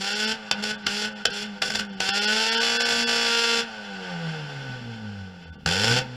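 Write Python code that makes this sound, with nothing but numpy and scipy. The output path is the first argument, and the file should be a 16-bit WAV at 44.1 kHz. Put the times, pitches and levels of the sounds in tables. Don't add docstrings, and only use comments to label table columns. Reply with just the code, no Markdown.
import sys
import numpy as np
from scipy import signal
from scipy.fft import rfft, irfft, next_fast_len
from scipy.io import wavfile
from scipy.ndimage import uniform_filter1d, map_coordinates

SR = 44100
rng = np.random.default_rng(int(sys.argv[2]) if len(sys.argv) > 2 else 0)


def rack_gain(trim_db):
    fader = np.asarray(trim_db, float)
    return 10 ** (fader / 20)


def to_wav(sig):
    pcm = np.clip(np.atleast_2d(sig), -1, 1) * 32767
    pcm = np.round(pcm).astype(np.int16)
    wavfile.write(sys.argv[1], SR, pcm.T)


N = 271640


def unit(x):
    return x / np.sqrt(np.mean(x ** 2) + 1e-20)


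def along(points, hz):
    f, v = np.transpose(points)
    return np.interp(np.log(hz + 1), np.log(f + 1), v)


def curves(rows):
    s, *cols = np.transpose(rows)
    return [np.interp(np.arange(N) / SR, s, c) for c in cols]


def wobble(rate):
    knots = rng.standard_normal(int(N * rate / SR) + 4)
    return map_coordinates(knots, [np.arange(N) * rate / SR])


def bump(s, half_s):
    return np.exp(-((np.arange(N) / SR - s) / half_s) ** 2)


def coloured(x, gain):
    m = 2 * next_fast_len(N // 2 + 8192)
    cepstrum = irfft(np.log(gain(np.fft.rfftfreq(m, 1 / SR)) + 1e-6), m)
    cepstrum[1:m // 2] *= 2
    cepstrum[m // 2 + 1:] = 0
    return irfft(rfft(x, m) * np.exp(rfft(cepstrum)), m)[..., :N]


def spikes(seconds, sizes):
    at = np.clip(seconds * SR, 8, N - 9)[:, None]
    taps = np.floor(at).astype(int) + np.arange(-7, 9)
    kernel = np.sinc(taps - at) * np.cos(np.pi * (taps - at) / 16) ** 2
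    return np.bincount(taps.ravel(), (sizes[:, None] * kernel).ravel(), N)


# centre in Hz, width in Hz, level in dB.
RESONANCES = [(140, 22, -12.5), (256.2, 47, -10), (416.7, 27.3, -5), (495, 34.4, -1), (671.4, 46, -3),
              (788, 48, -2), (902, 44.3, -5), (1170, 32, -6.5), (1506, 105, 4.5), (1800, 180, -6),
              (2103, 106, -4), (2779, 348, -1), (3080, 34, 1.5), (3430, 141, 1), (4102, 157, -4),
              (4506, 175, 0), (4950, 274, -2), (5334, 317, -2), (5856, 220, -9), (6800, 600, -14),
              (7325, 397, -11), (9120, 1090, -23.5), (10600, 1300, -30), (12500, 3300, -39.5)]


def path(hz):
    return np.sqrt(sum(rack_gain(2 * db) / (1 + ((hz - c) / w) ** 2) ** 2 for c, w, db in RESONANCES))


# opens in seconds, shuts in seconds, rasp on opening in dB, rasp settled in dB.
PEDAL = [
    (-.02, 0.324, -27.5, -23.5),
    (0.627, 0.715, -28, -24.5),
    (0.873, 1.059, -28.5, -22),
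    (1.303, 1.434, -29.5, -27),
    (1.63, 1.807, -26, -24.5),
    (2.004, 3.605, -26, -20),
    (5.662, 5.992, -23, -18),
]
# time after shutting in seconds, opening 0-1.
CLOSING = [(0, 0.87), (.007, .6), (.028, .45), (.045, 0)]
OPEN_S = 0.0069


def pedal():
    opens, shuts = np.transpose(PEDAL)[:2]
    t = np.arange(N) / SR
    stroke = np.clip(np.searchsorted(opens - OPEN_S, t) - 1, 0, None)
    down = np.clip((t - opens[stroke]) / OPEN_S + 1, 0, 1)
    closing = np.interp(t - shuts[stroke], *np.transpose(CLOSING))
    return down * closing, stroke, np.abs(t - opens[stroke])


# firing rate in Hz on opening, halfway, just after shutting, then rasp coasting
# afterwards in dB.
REVS = [(189.6, 209, 222.5, -45.5), (208.6, 212, 215, -48.5), (200.6, 208.5, 214, -46),
        (202.8, 205, 210.5, -48), (195.4, 210, 208, -51.5), (186.9, 235, 232, -44),
        (77.12, 107, 132.5, -45.5)]
# time in seconds, firing rate
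# in Hz.
LONG_CLIMB = [(.53, 203.4), (2.17, 203.5), (2.3, 213.7), (2.42, 221.6), (2.64, 232.7)]
# time in seconds, firing rate in Hz.
RUN_DOWN = [(3.78, 212.1), (3.93, 195.6), (4.2, 167.7), (4.47, 146.2), (4.77, 123.9), (5.16, 99.47),
            (5.4, 86.8), (5.65, 73.04), (6.09, 123.6), (6.2, 125)]


def speed():
    overrun_s = .02
    knots = LONG_CLIMB + RUN_DOWN
    for (a, b, *_), (start, half, peak, _) in zip(PEDAL, REVS):
        knots = knots + [(a, start), ((a + b) / 2, half), (b + overrun_s, peak)]
    return curves(sorted(knots))[0]


# firing rate in Hz, level in dB.
COAST_RASP = [(73, -18), (90, -12), (110, -7), (140, -3.5), (175, 0.5), (200, -1.5), (230, -2.5)]
# the order's own pitch in Hz, level in dB.
FIRST_OPEN = [(78, -32), (93, -38.5), (117, -28), (132, -27), (200, -43.5), (215, -35.5), (232, -39)]
FIRST_SHUT = [(73, -55), (81, -49), (86.6, -61), (96, -39.5), (125, -39), (172, -32.5), (196, -43),
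              (213, -42.5)]
SECOND_OPEN = [(155, -24), (185, -34), (250, -29), (264, -49), (400, -44.5), (430, -40), (470, -37.5)]
SECOND_SHUT = [(150, -61), (173, -45), (213, -38.5), (250, -44), (292, -52.5), (335, -58), (365, -47.5),
               (420, -57)]
# firing rate in Hz, level in dB.
DRONE_OPEN = [(80, -8.5), (130, -6.5), (205, -9), (235, -9.5)]
# one-cylinder-in-four unevenness 0-1,
# every-other-cylinder unevenness 0-1, gas noise over pulses in dB.
BURN_OPEN = [(.15, .2, -1), (.2, .2, -1), (.25, .2, -1), (.3, .25, 1), (.9, .3, 4), (.15, .15, -4),
             (.2, .1, 0)]
BURN_SHUT = (.2, .8, 2)
# from in seconds, to in seconds, fade in seconds,
# added one-in-four unevenness 0-1, added every-other unevenness 0-1.
VALVE_FLOAT = (2.65, 3.25, .12, .4, .27)
# time in seconds, half length in seconds, level change in dB.
STUMBLES = [
    (0.51, 0.015, -9),
    (0.598, 0.029, 5),
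    (1.272, 0.029, -14),
    (1.603, 0.013, -7),
    (1.7, 0.011, -7),
    (1.733, .01, -3.5),
    (1.784, 0.011, -8),
    (3.06, 0.017, -2),
]


def load(rate):
    opened, stroke, since = pedal()

    def blend(when_open, when_shut):
        return opened * when_open + (1 - opened) * when_shut

    first, settled = np.transpose(PEDAL)[2:, stroke]
    building = settled + (first - settled) * np.exp(-since / 0.15)
    coasting = np.transpose(REVS)[-1, stroke] + along(COAST_RASP, rate)
    lost_db = sum(db * bump(s, half) for s, half, db in STUMBLES)
    rasp_db = blend(building, coasting) + lost_db
    drone_db = blend(along(DRONE_OPEN, rate), 2)
    first_db = blend(along(FIRST_OPEN, rate), along(FIRST_SHUT, rate)) + lost_db
    second_db = blend(along(SECOND_OPEN, 2 * rate), along(SECOND_SHUT, 2 * rate)) + lost_db
    fourth, other, gas_db = blend(np.transpose(BURN_OPEN)[:, stroke], np.array(BURN_SHUT)[:, None])
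    a, b, fade, more, alternate = VALVE_FLOAT
    floating, = curves([(a - fade, 0), (a, 1), (b, 1), (b + fade / 2, 0)])
    burn = fourth + more * floating, other + alternate * floating, gas_db
    return rasp_db, drone_db, (first_db, second_db), burn


def panels(x):
    for delay_ms in (.3, .7, 1.5):
        loop = np.r_[1, np.zeros(round(delay_ms * SR / 1000) - 1), -.55]
        x = signal.lfilter(loop[::-1], loop, x)
    return x


# size trend, early or late in ms, reflection delay trend in ms.
CYLINDERS = [(-0.45, 0.086, 0.44), (1, -0.24, -0.756), (-1.3, 0.2, -0.0075), (0.37, -0.21, -0.25)]
# frequency in Hz, gain in dB.
PULSE_TILT = [(300, -3), (480, -.5), (850, -3), (1500, 1), (3400, 1), (5500, -2), (8000, -4), (15000, -3)]
# frequency in Hz, gain in dB.
GAS_TILT = [(200, -20), (700, -16), (1500, -9), (3000, -4), (5000, -2), (9000, 3), (15000, 3)]
# frequency in Hz, gain in dB.
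COAST_TILT = [(200, -27), (700, -7.5), (1100, -0.5), (1500, 7.5), (3000, 6), (5000, 0), (9000, -2),
              (12000, 0), (15000, -10)]
ONE_FIRING_S = 5.6735


def exhaust(jitter_s, scatter_db, echo_ms, echo_gain, puff_s, split_hz):
    rate = speed()
    rasp_db, drone_db, (first_db, second_db), (fourth, other, gas_db) = load(rate)
    opened = pedal()[0]
    shut = 1 - opened
    turn = np.cumsum(rate) / SR
    turn -= turn[round(ONE_FIRING_S * SR)] % 1
    count = np.arange(1, int(turn[-1]))
    at = np.searchsorted(turn, count)
    times = np.interp(count, turn, np.arange(N) / SR)

    size, late, back = np.transpose(CYLINDERS)[:, count % 4]
    luck = rng.standard_normal((len(count), 3))
    uneven = np.abs(1 + fourth[at] * size + other[at] * (-1.) ** count)
    sizes = uneven * rack_gain(scatter_db * (.3 + .7 * opened[at]) * luck[:, 0])
    front = spikes(times + fourth[at] * late / 1000 + jitter_s * luck[:, 1], sizes)
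    front -= 2 * rate / SR * (np.cos(2 * np.pi * turn) + np.cos(4 * np.pi * turn))
    delay = (echo_ms + fourth[at] * back) / 1000
    pulses = front + echo_gain * spikes(times + delay + jitter_s * luck[:, 2], sizes)
    pulses = unit(pulses / np.sqrt(rate))

    puff = np.exp(-np.arange(SR // 20) / (puff_s * SR))
    releases = spikes(times, sizes ** 2) + .6 * spikes(times + delay, sizes ** 2)
    gate = np.abs(signal.fftconvolve(releases, puff)[:N])
    gate = gate / uniform_filter1d(gate, size=1500) + 1.2
    gas = unit(gate * rack_gain(1.14 * wobble(40)) * rng.standard_normal(N))

    sharp = coloured(panels(pulses), lambda hz: rack_gain(along(PULSE_TILT, hz)))
    soft = coloured(pulses, lambda hz: 1 / (1 + (hz / 1300) ** 4))
    hiss = rack_gain(1.16 * wobble(25)) * rng.standard_normal(N)
    hiss = coloured(hiss, lambda hz: rack_gain(along(COAST_TILT, hz)))
    puffs = coloured(gas, lambda hz: rack_gain(along(GAS_TILT, hz)))
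    share = 1 / np.sqrt(1 + rack_gain(2 * gas_db))
    source = share * (opened * (sharp + rack_gain(gas_db) * puffs) + shut * (soft + rack_gain(gas_db) * hiss))

    def high(hz):
        return 1 / np.sqrt(1 + (split_hz / (hz + 1)) ** 12)

    rasp = coloured(rack_gain(rasp_db + 11.5) * source, lambda hz: path(hz) * high(hz))
    drone = coloured(rack_gain(rasp_db + drone_db + 24.5) * source,
                     lambda hz: path(hz) * np.sqrt(1 - high(hz) ** 2))
    hum = rack_gain(first_db + 2.87 * wobble(14)) * np.sin(2 * np.pi * turn + 0.24 * wobble(16))
    hum += rack_gain(second_db + 1.2 * wobble(15)) * np.sin(4 * np.pi * turn + .15 * wobble(20))
    return rasp + drone, np.sqrt(2) * hum


# frequency in Hz, density in dB per Hz.
AIR = [(20, -13), (45, -8), (90, -12.5), (200, -0.5), (400, -19), (1000, -52.5)]
# time in seconds, half length in seconds, level in dB.
GUSTS = [
    (1.28, 0.064, -65),
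    (1.72, 0.074, -54),
    (2.973, 0.25, -59),
    (4.69, 0.5, -59),
    (5.6, 0.24, -66),
    (5.989, 0.073, -48),
    (4.71, 0.0095, -55),
]


def rumble():
    still_db, shake_db, shake_s = -64.5, -59, .05
    noise = unit(coloured(rng.standard_normal(N), lambda hz: rack_gain(along(AIR, hz))))
    shakes = [(s, shake_s, shake_db) for row in PEDAL for s in row[:2]]
    level = rack_gain(still_db) + sum(rack_gain(db) * bump(s, half) for s, half, db in shakes + GUSTS)
    return level * rack_gain(7.0 + 0.85 * wobble(22)) * noise


# frequency in Hz, time to fall 60 dB in seconds.
YARD = [(200, 0.29), (1500, 0.22), (8000, 0.015)]


def yard(x):
    hz, t, z = signal.stft(rng.standard_normal(SR // 2), SR, nperseg=256)
    decay = rack_gain(-60 * t / along(YARD, hz)[:, None])
    tail = signal.istft(z * decay, SR, nperseg=256)[1]
    return signal.fftconvolve(np.pad(x, (400, 0)), tail / np.linalg.norm(tail))[:N]


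# start in seconds, peak in dB, thump in dB, rise in ms.
BANGS = [(0.5118, -9.5, -22, 0.43), (0.6367, -19, -35, 1.3), (.862, -13.5, -19, 5.34),
         (1.2518, -10, -23, 2.46), (1.616, -13.5, -34, 5.6), (1.695, -22, -20, 8.4),
         (1.742, -18.5, -18, 14), (1.782, -20.5, -20, 14), (1.628, -21.5, -25, 1.5), (1.8487, -38, -12, 1),
         (2.0024, -15, -21, 1.3), (2.0882, -16.5, -15, 2), (5.66, -15, -15.5, 0.48),
         (5.688, -18, -11.5, 0.58), (5.842, -18, -8, 2.04), (5.909, -21, -7, 2.4)]
# frequency in Hz, gain in dB.
BLAST_TILT = [(300, -2), (700, -0.5), (1500, 1), (3000, 0), (8000, -1), (15000, 2.5)]


def backfires():
    t = np.arange(SR // 20) / SR
    blast, push = np.zeros(N + SR), np.zeros(N + SR)
    for s, db, thump_db, rise_ms in BANGS:
        here = slice(round(s * SR), round(s * SR) + len(t))
        late = np.maximum(t - rise_ms / 1000, 0)
        rise = np.minimum(1000 * t / rise_ms, 1) ** 2
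        burst = rise * (np.exp(-(late / 0.0046) ** 3) + 0.22 * rack_gain(-60 * late / 0.085))
        blast[here] += rack_gain(db + 6.0) * burst * rng.standard_normal(len(t))
        thump = (late / .0012 - 1) * np.exp(-late / .001) * (1 - np.exp(-late / .00019))
        push[here] += rack_gain(db + thump_db + 15.5) * thump
    return coloured(blast[:N], lambda hz: path(hz) * rack_gain(along(BLAST_TILT, hz))) + push[:N]


def scene():
    bark, hum = exhaust(jitter_s=.000012, scatter_db=2.1, echo_ms=2.2, echo_gain=0.48,
                        puff_s=0.0076, split_hz=1070)
    near = bark + backfires()
    return (near + rack_gain(-11) * yard(near) + hum + rumble())[None]


# centre in seconds, length in seconds,
# threshold below the strongest line in dB.
THINNED = [(.145, .04, -16), (.262, .04, -15), (.772, .04, -15), (.847, .06, -13), (1.146, .045, -15),
           (1.322, .045, -12), (1.885, .04, -16), (1.914, .04, -14), (1.96, .045, -15), (2.123, .075, -8),
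           (2.204, .045, -11), (2.265, .045, -12), (2.508, .05, -9), (2.563, .045, -11), (2.595, .045, -11),
           (2.786, .05, -10), (2.842, .045, -12), (3.055, .065, -9), (5.457, .045, -18), (5.515, .055, -16),
           (5.573, .075, -14)]


def thin_out(x):
    out = x.copy()
    for s, length, keep_db in THINNED:
        n = round(length * SR)
        start = round(s * SR) - n // 2
        part = slice(start, start + n)
        lines = rfft(x[0, part] * signal.windows.tukey(n, .4))
        top = np.abs(lines[1000 * n // SR:]).max()
        kept = rack_gain(2) / (1 + (top * rack_gain(keep_db) / (np.abs(lines) + 1e-9)) ** 8)
        out[0, part] -= irfft(lines * (1 - kept), n) * np.hanning(n)
    return out


def band_limit(x):
    return signal.sosfilt(signal.butter(12, 15820, fs=SR, output="sos"), x)


def record(dry):
    mix = thin_out(dry)
    return band_limit(mix)


dry = scene()
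out = record(dry)
to_wav(out)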